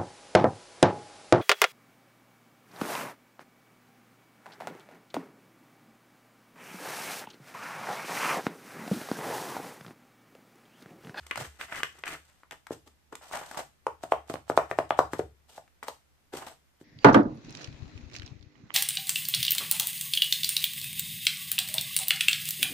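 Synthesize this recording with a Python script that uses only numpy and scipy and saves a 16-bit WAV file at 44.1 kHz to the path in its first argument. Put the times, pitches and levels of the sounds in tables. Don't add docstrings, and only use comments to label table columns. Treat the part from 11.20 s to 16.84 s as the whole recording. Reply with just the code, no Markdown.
import sys
import numpy as np
from scipy import signal
from scipy.fft import rfft, irfft
from scipy.io import wavfile
from scipy.ndimage import uniform_filter1d, map_coordinates

SR = 44100
rng = np.random.default_rng(int(sys.argv[2]) if len(sys.argv) > 2 else 0)


def int16_out(signal):
    q = np.round(np.clip(np.atleast_2d(signal).T, -1, 1) * 32767)
    wavfile.write(sys.argv[1], SR, q.astype(np.int16))


N = 248724
TIME = np.arange(N) / SR
BLOW_SIZE = 4096
BLOW_TIME = TIME[:BLOW_SIZE]


def from_db(db):
    return 10 ** (np.asarray(db) / 20)


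def rms_one(x):
    return x / np.sqrt(np.mean(x ** 2) + 1e-20)


def unit_energy(x):
    return x / np.sqrt(np.mean(np.sum(x ** 2, axis=-1)) + 1e-20)


def at_hz(points, hz):
    f, value = np.transpose(points)
    return np.interp(np.log(np.maximum(hz, 1)), np.log(f), value)


def panned(x, balance_db):
    return x * from_db(np.array([[.5], [-.5]]) * balance_db)


def add(out, start_s, x):
    i = round(start_s * SR)
    out[..., i:i + x.shape[-1]] += x[..., :N - i]


def band(x, hz, spread, order=2):
    sos = signal.butter(order, [hz / spread, hz * spread], "band", fs=SR, output="sos")
    return signal.sosfilt(sos, x + 1e-18)


def dulled(x, cut_hz):
    return signal.sosfilt(signal.butter(2, cut_hz, fs=SR, output="sos"), x)


def resonate(x, modes):
    out = 0
    for k, (hz, width_hz, level_db) in enumerate(modes):
        r = np.exp(-np.pi * width_hz / SR)
        poles = [1, -2 * r * np.cos(2 * np.pi * hz / SR), r * r]
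        gain = (-1) ** k * from_db(level_db) * (1 - r * r) / 2
        out = out + gain * signal.lfilter([1, 0, -1], poles, x + 1e-18)
    return out


def colour(x, spectrum):
    grid_hz = np.linspace(0, SR / 2, BLOW_SIZE // 2 + 1)
    cepstrum = irfft(np.log(from_db(at_hz(spectrum, grid_hz))))
    cepstrum[1:BLOW_SIZE // 2] *= 2
    cepstrum[BLOW_SIZE // 2 + 1:] = 0
    response = irfft(np.exp(rfft(cepstrum)))
    return signal.fftconvolve(x, response[None], axes=-1)[:, :x.shape[-1]]


def drift(per_s):
    knots = np.arange(0, N / SR + 1, 1 / per_s)
    return rms_one(np.interp(TIME, knots, rng.standard_normal(len(knots))))


def grains(per_s, size_db, clump_db, clump_rate, scatter_db):
    chance, size, place = rng.random(N), rng.exponential(1, N), rng.standard_normal((2, N))
    size = from_db(size_db * np.minimum(size, 4)) * rng.choice([-1, 1], N)
    size = size * from_db(clump_db * drift(clump_rate))
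    at = np.flatnonzero(chance < per_s / SR)
    balance_db = scatter_db * place[0, at]
    lag = np.round(4.2 * place[1, at]).astype(int)
    out = np.zeros((2, N))
    out[0, at] = size[at] * from_db(balance_db)
    out[1, np.clip(at + lag, 0, N - 1)] = size[at] * from_db(-balance_db)
    return out


def burst(decay_s):
    white = rng.standard_normal((3, BLOW_SIZE)) * np.exp(-BLOW_TIME / decay_s)
    return unit_energy(white[:2] + white[2])


# hz, density_db_per_hz
AIR_COLOUR = [(20, -6.5), (54, -6), (72, 10), (88, -7), (250, -12), (2000, -17.5), (4000, -23),
              (12000, -28)]
AIR_DB = -67.0


def air():
    white = rng.standard_normal((3, N))
    shared = band(white[2], 150, spread=1.4, order=1)
    separate = white[:2] - 0.12 * band(white[:2], 170, spread=6, order=1)
    return from_db(AIR_DB) * rms_one(colour(separate + shared, AIR_COLOUR))


# delay_s, gain
ECHOES = [(.0113, 0.087), (.0131, 0.16), (.0142, -.15), (.0153, 0.049)]
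ECHO_CUT_HZ = 1300
# hz, t60_s
ROOM_T60 = [(100, 0.43), (400, 0.23), (1000, 0.1843), (2800, 0.27), (8000, 0.28)]
# hz, level_db
ROOM_LEVEL = [(100, -1.5), (300, -11.5), (750, -8), (1200, -6.5), (2000, -8.5), (8000, -6.5)]


def room(x):
    t = TIME[:SR // 2]
    response, white = np.zeros((2, len(t))), rng.standard_normal((2, 2, len(t)))
    build_up = 1 - np.exp(-(t / 0.008) ** 2)
    for k, hz in enumerate(np.geomspace(64, 16384, 17)):
        mid, side = band(white[k % 2], hz, spread=2 ** (1 / 4))
        alike = 1 / (1 + (hz / 550) ** 2)
        tail = np.sqrt(1 + alike) * mid + np.sqrt(1 - alike) * side * [[1], [-1]]
        tail = unit_energy(tail * build_up * from_db(-60 * t / at_hz(ROOM_T60, hz)))
        bandwidth_share = hz * np.log(2) / SR
        response += from_db(at_hz(ROOM_LEVEL, hz)) * np.sqrt(bandwidth_share) * tail
    echoes = np.zeros_like(response)
    for k, (delay_s, gain) in enumerate(ECHOES):
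        echoes[0, round(delay_s * SR)] += gain
        echoes[1, round((delay_s + .00015 * (-1) ** k) * SR)] += gain
    return signal.fftconvolve(x, response + dulled(echoes, ECHO_CUT_HZ), axes=-1)[:, :N]


def crush_force(contacts):
    strength = uniform_filter1d(np.abs(contacts.mean(0)), size=128, origin=63)
    return 0.71 * np.maximum(strength, 0) ** 0.98


# start_s, level_db, pitch_hz
JOLTS = [(0.001, -22, 71.6), (0.175, -16.5, 118), (0.206, -13, 123), (0.261, -19, 73.4), (0.94, -32, 71.4),
         (4.027, -18, 72.6)]
# hz, width_hz, level_db
HOUSING = [(71.5, 3.5, 1), (82.1, 12, -17), (140, 14, -7)]


def housing(contacts):
    thumps = np.zeros(N)
    for start_s, level_db, pitch_hz in JOLTS:
        thump = band(signal.unit_impulse(2 * BLOW_SIZE), pitch_hz, spread=1.106, order=1)
        add(thumps, start_s, from_db(level_db) * unit_energy(thump))
    drive = from_db(-9.5) * crush_force(contacts) + from_db(-1.0) * thumps
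    return band(resonate(drive, HOUSING) + thumps, 103, spread=1.65, order=5)


# hz, level_db
PAN = [(315, -6), (386, -11.5), (452, -12), (522, -14), (593, -14), (661, -4.5), (884, -2.5)]
PAN_WIDTH_HZ = 14


def pan_ring(contacts):
    return sum(resonate(contacts.mean(0), [(hz, PAN_WIDTH_HZ, level_db)]) for hz, level_db in PAN)


# time_s, left_lead_us
POSITION = [(0.6, 41.5), (2.3, -18.5), (2.7, 34.5), (3.35, 17.5), (3.55, -35.5), (3.8, -10), (4.1, 52.5)]
PLACED_BELOW_HZ = 6600


def off_centre(x):
    lag = np.interp(TIME, *np.transpose(POSITION)) * 1e-6 * SR
    low = signal.sosfiltfilt(signal.butter(2, PLACED_BELOW_HZ, fs=SR, output="sos"), x[1])
    delayed = np.interp(np.arange(N) - lag, np.arange(N), low)
    return np.array([x[0], x[1] - low + delayed])


# time_s, upright_share
UPRIGHT = [(1.1, 0.07), (1.5, 0.91)]


def share_upright():
    return np.interp(TIME, *np.transpose(UPRIGHT))


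# hz, width_hz, level_db
FLAT_BLADE = [(2040, 72, -2)]


def blade_ring(contacts):
    return resonate(contacts * (1 - share_upright()), FLAT_BLADE)


# start_s, length_s, rasp_db (edge), crunch_db (crystals),
# rumble_db (pushed heap), swell_db (start to end)
STROKES = [(0, 1.21, -69, -67.5, -80.5, -7), (0.171, 0.087, -46, -47.5, -55.5, -3),
           (0.398, 0.039, -45, -48, -61, 1.5), (0.485, 0.051, -44.5, -55, -88, 15),
           (0.55, 0.056, -41.5, -47.5, -60, -2.5), (0.743, 0.049, -61.5, -64.5, -70.5, 11),
           (0.858, 0.088, -41, -48.5, -53.5, 3.5), (1.322, 0.024, -51.5, -58, -60, -14),
           (1.514, 0.02, -47.5, -53.5, -57, 0), (1.666, 0.011, -63, -62, -65.5, 6.5),
           (1.929, 0.0022, -47, -53, -44, -6), (2.014, 0.19, -52, -54.5, -85, 6),
           (2.125, 0.045, -37, -45, -73, 4), (2.182, 0.058, -47.5, -55, -78, 5),
           (2.244, 0.115, -53, -55.5, -67, 6.5), (2.373, 0.03, -36.5, -43.5, -52, 3.5),
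           (4.285, 0.097, -64.5, -59, -73.5, 7.5), (4.634, 0.013, -54, -50.5, -60.5, -13),
           (4.672, 0.024, -65, -52, -64, -3), (5.133, 0.049, -43.5, -46, -47.5, 6),
           (5.2, 0.047, -50.5, -54.5, -57.5, -4), (5.267, 0.074, -54, -56, -61, -18)]
BITE_S, LIFT_S = 0.0037, 0.0098
SETTLE_DB, SETTLE_S = -21.5, 0.034
WAVER_DB, WAVER_PER_S = 1.8, 110


def stroke_gains():
    power = np.zeros((3, N))
    for start_s, length_s, *levels_db, swell_db in STROKES:
        before_s = np.maximum(start_s - TIME, 0)
        after_s = np.maximum(TIME - start_s - length_s, 0)
        progress = np.clip((TIME - start_s) / length_s, 0, 1)
        settling = from_db(SETTLE_DB) * np.exp(-after_s / SETTLE_S)
        release = np.maximum(np.exp(-after_s / LIFT_S), settling)
        pressure = np.exp(-before_s / BITE_S) * from_db(swell_db * (progress - .5)) * release
        power += np.outer(from_db(levels_db), pressure) ** 2
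    return np.sqrt(power) * from_db(WAVER_DB * drift(WAVER_PER_S))


def heap_rumble():
    lumps = grains(per_s=900, size_db=2, clump_db=1, clump_rate=60, scatter_db=2).sum(0)
    return rms_one(band(lumps, 350, spread=1.57) + from_db(-3.5) * band(lumps, 155, spread=1.2))


FLEX_SHARE, FLEX_PER_S = .045, 22


def flexed(x):
    position = np.cumsum(1 + FLEX_SHARE * drift(FLEX_PER_S)) % N
    return np.array([map_coordinates(side, [position]) for side in x])


# hz, density_db_per_hz
PUSH_COLOUR = [(80, -10), (480, -8.5), (850, -4), (1350, 2.5), (1850, 2.5), (2300, -2), (3050, -4),
               (3700, -18.5), (6000, -30.5)]
SWEEP_COLOUR = [(80, -19), (200, -13), (340, -16.5), (550, -4), (760, 4.5), (1050, -4.5), (1350, -3),
                (2000, -9), (3200, -18), (6000, -45.5)]
# hz, density_db_per_hz
ICE_COLOUR = [(1500, -11), (3000, 4), (5500, 1), (7200, 2), (8500, 5), (9900, -8), (11500, -5),
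              (14500, -7.5), (16000, -30)]


def scraping():
    rasp, crunch, rumble = stroke_gains()
    upright = share_upright()
    catches = rms_one(grains(per_s=220, size_db=1.7, clump_db=1, clump_rate=60, scatter_db=2))
    slips = rms_one(grains(per_s=2000, size_db=2.5, clump_db=2.5, clump_rate=210, scatter_db=2.5))
    fractures = rms_one(grains(per_s=5930, size_db=-1.5, clump_db=-3.0, clump_rate=190, scatter_db=0.0))
    drag = slips + .3 * catches
    push = rms_one(flexed(colour(drag, PUSH_COLOUR)))
    sweep = rms_one(flexed(colour(drag, SWEEP_COLOUR)))
    ice = rms_one(colour(fractures + .5 * catches, ICE_COLOUR))
    edge = np.sqrt(1 - upright) * panned(push, 2.9) + np.sqrt(upright) * panned(sweep, 0.75)
    return rumble * heap_rumble() + rasp * edge + crunch * panned(ice, -0.41)


def crushing(rise_s, fall_s):
    force = np.zeros(N)
    for start_s, *_, crush_db in CHOPS:
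        swell = np.where(TIME < start_s, (TIME - start_s) / rise_s, (start_s - TIME) / fall_s)
        force += from_db(crush_db) * np.exp(swell)
    ice = grains(per_s=5900, size_db=0.5, clump_db=0.5, clump_rate=49, scatter_db=8.5)
    paste = grains(per_s=1100, size_db=7.0, clump_db=-2.0, clump_rate=83, scatter_db=6.5)
    ice, paste = rms_one(colour(ice, ICE_COLOUR)), rms_one(colour(paste, SWEEP_COLOUR))
    return force * (ice + from_db(6.5) * paste)


def crack(decay_s):
    return unit_energy(colour(burst(decay_s), ICE_COLOUR))


# pitch_multiple, density_db_per_hz
BLADE = [(.08, -14.5), (.16, -6), (.45, -3), (.65, 4), (1.299, 3), (1.601, 0), (1.9, -9), (5, -36.5)]


def blade_click(hz, skid):
    force = np.sqrt(1 - skid) * signal.unit_impulse(BLOW_SIZE) + np.sqrt(skid) * burst(decay_s=.004)
    return unit_energy(colour(force, [(ratio * hz, db) for ratio, db in BLADE]))


# start_s, level_db, pitch_hz, skid_share, crack_db, left_right_db
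TAPS = [(0.0664, -28, 1350, 0.6, -23, -1), (0.1105, -3, 1850, 1, -20, 0),
        (0.1575, -9.5, 1630, 0.74, -20, 6), (0.1752, -10, 900, 1, -13.5, -6.5),
        (0.2095, -12.5, 760, 1, -23, -4), (0.4113, -9, 2060, 1, -26, -1.5),
        (0.5639, -17.5, 1400, 0.8, -37, 4), (0.6325, 0.5, 1900, 0.46, -11, 2),
        (0.8376, -9.5, 1980, 0.25, -51, 3.5), (0.878, -11.5, 1950, 1, -19, 4),
        (1.234, -27.5, 1310, 0.3, -51, 2), (1.3099, -18.5, 1900, 0.98, -22.5, 3),
        (1.3292, -26, 840, 0.6, -35, -4), (1.4683, -20, 1360, 0.77, -28.5, 5),
        (1.925, -18, 820, 0.99, -39, 1), (1.9534, -19.5, 1610, 0.6, -18.5, 1),
        (2.113, -18, 790, 0.4, -38, 1), (2.2133, -16.5, 844, 0.84, -42, -3),
        (2.3127, -15, 1150, 0.85, -24, 6), (2.3455, -18.5, 1120, 0.57, -28, 3),
        (2.3732, -8, 860, 0.5, -42, -1), (4.478, -38, 1600, .6, -48, 2), (4.6284, -13, 1404, 0.75, -29, 1),
        (5.1714, -18, 900, 0.75, -17, 2), (5.2205, -20, 685, 1, -35, -9)]


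def taps():
    out = np.zeros((2, N))
    for start_s, level_db, pitch_hz, skid_share, crack_db, balance_db in TAPS:
        click = from_db(level_db) * blade_click(pitch_hz, skid_share)
        ice = from_db(crack_db) * crack(decay_s=0.0029)
        add(out, start_s, panned(click + ice, balance_db))
    return out


# pitch_multiple, density_db_per_hz
KNOCK = [(.22, -34), (.45, -14.5), (.7, -2), (1, 3), (1.45, -3), (2, -11.5), (4, -51.5)]
# start_s, knock_db, knock_hz, clack_db, clack_hz (blade),
# crack_db (ice), thud_db, crush_db (crushed ice)
CHOPS = [(1.507, -8.5, 400, -25, 1050, -48, -18, -65), (2.6675, 1.5, 676, -15, 1630, -24.5, -26, -74),
         (2.8364, -8, 740, -25.5, 1390, -26, -24, -48.5), (2.922, 9, 730, -8.5, 2020, -23, -23, -47.5),
         (3.0995, -10, 640, -30, 1080, -31, -15.5, -44),
         (3.1396, -7.5, 660, -19.5, 1990, -23.5, -15.5, -52.5),
         (3.2993, 1.5, 743, -14.5, 1440, -26.5, -12.5, -45), (3.376, 12, 717, -1.5, 1540, -15, -15, -44.5),
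         (3.513, -3, 500, -5.5, 1520, -27, -16, -50), (3.5878, 5.5, 607, -6.5, 1640, -20.5, -12.5, -48),
         (3.707, 5, 736, -5.5, 2080, -34, -17, -50.5), (3.7907, 11.5, 756, 4, 1166, -13, -10.5, -45),
         (3.9339, -18, 580, -8.5, 1270, -20, -13.5, -46.5), (3.9933, 3, 475, -17, 900, -40, -11, -50.5),
         (4.379, -15.5, 620, -30.5, 1404, -37.5, -35.5, -61),
         (4.6829, -7.5, 677, -17.5, 1430, -16.5, -30, -52), (5.1376, -12, 530, -32, 1304, -41, -22, -74),
         (5.613, -30.5, 336, -40.5, 1500, -45.5, -28, -62)]


def chops():
    out, click = np.zeros((2, N)), signal.unit_impulse(BLOW_SIZE)
    for start_s, knock_db, knock_hz, clack_db, clack_hz, crack_db, thud_db, _ in CHOPS:
        stutter = 0.15 * from_db(-.9 * max(knock_db, -7)) * rng.standard_normal(BLOW_SIZE)
        force = click + stutter * np.exp(-BLOW_TIME / 0.003)
        knock = unit_energy(colour(force[None], [(ratio * knock_hz, db) for ratio, db in KNOCK]))
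        clack = unit_energy(band(blade_click(clack_hz, skid=0.13), clack_hz, spread=1.7, order=1))
        low_thud = unit_energy(band(click, 125, spread=1.45))
        high_thud = unit_energy(band(click, 315.5, spread=1.3))
        thud = from_db(-4.0) * low_thud - from_db(6.0) * high_thud
        ice = crack(decay_s=0.0012) + from_db(2.0) * dulled(crack(decay_s=0.0037), cut_hz=5400)
        add(out, start_s - .0004, panned(from_db(knock_db) * knock, 1.2) + from_db(thud_db) * thud)
        add(out, start_s, panned(from_db(clack_db) * clack, 6.0) + from_db(crack_db) * ice)
    return out


def scene():
    contacts = chops() + taps() + scraping() + crushing(rise_s=0.0086, fall_s=0.012)
    contacts = contacts + blade_ring(contacts)
    return off_centre(contacts) + pan_ring(contacts) + room(contacts) + housing(contacts) + air()


CUTOFF_HZ = 14700


def record(dry):
    rounded = dry / (1 + (dry / .95) ** 8) ** (1 / 8)
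    return signal.sosfilt(signal.ellip(10, .3, 70, CUTOFF_HZ, fs=SR, output="sos"), rounded)


dry = scene()
out = record(dry)
int16_out(out)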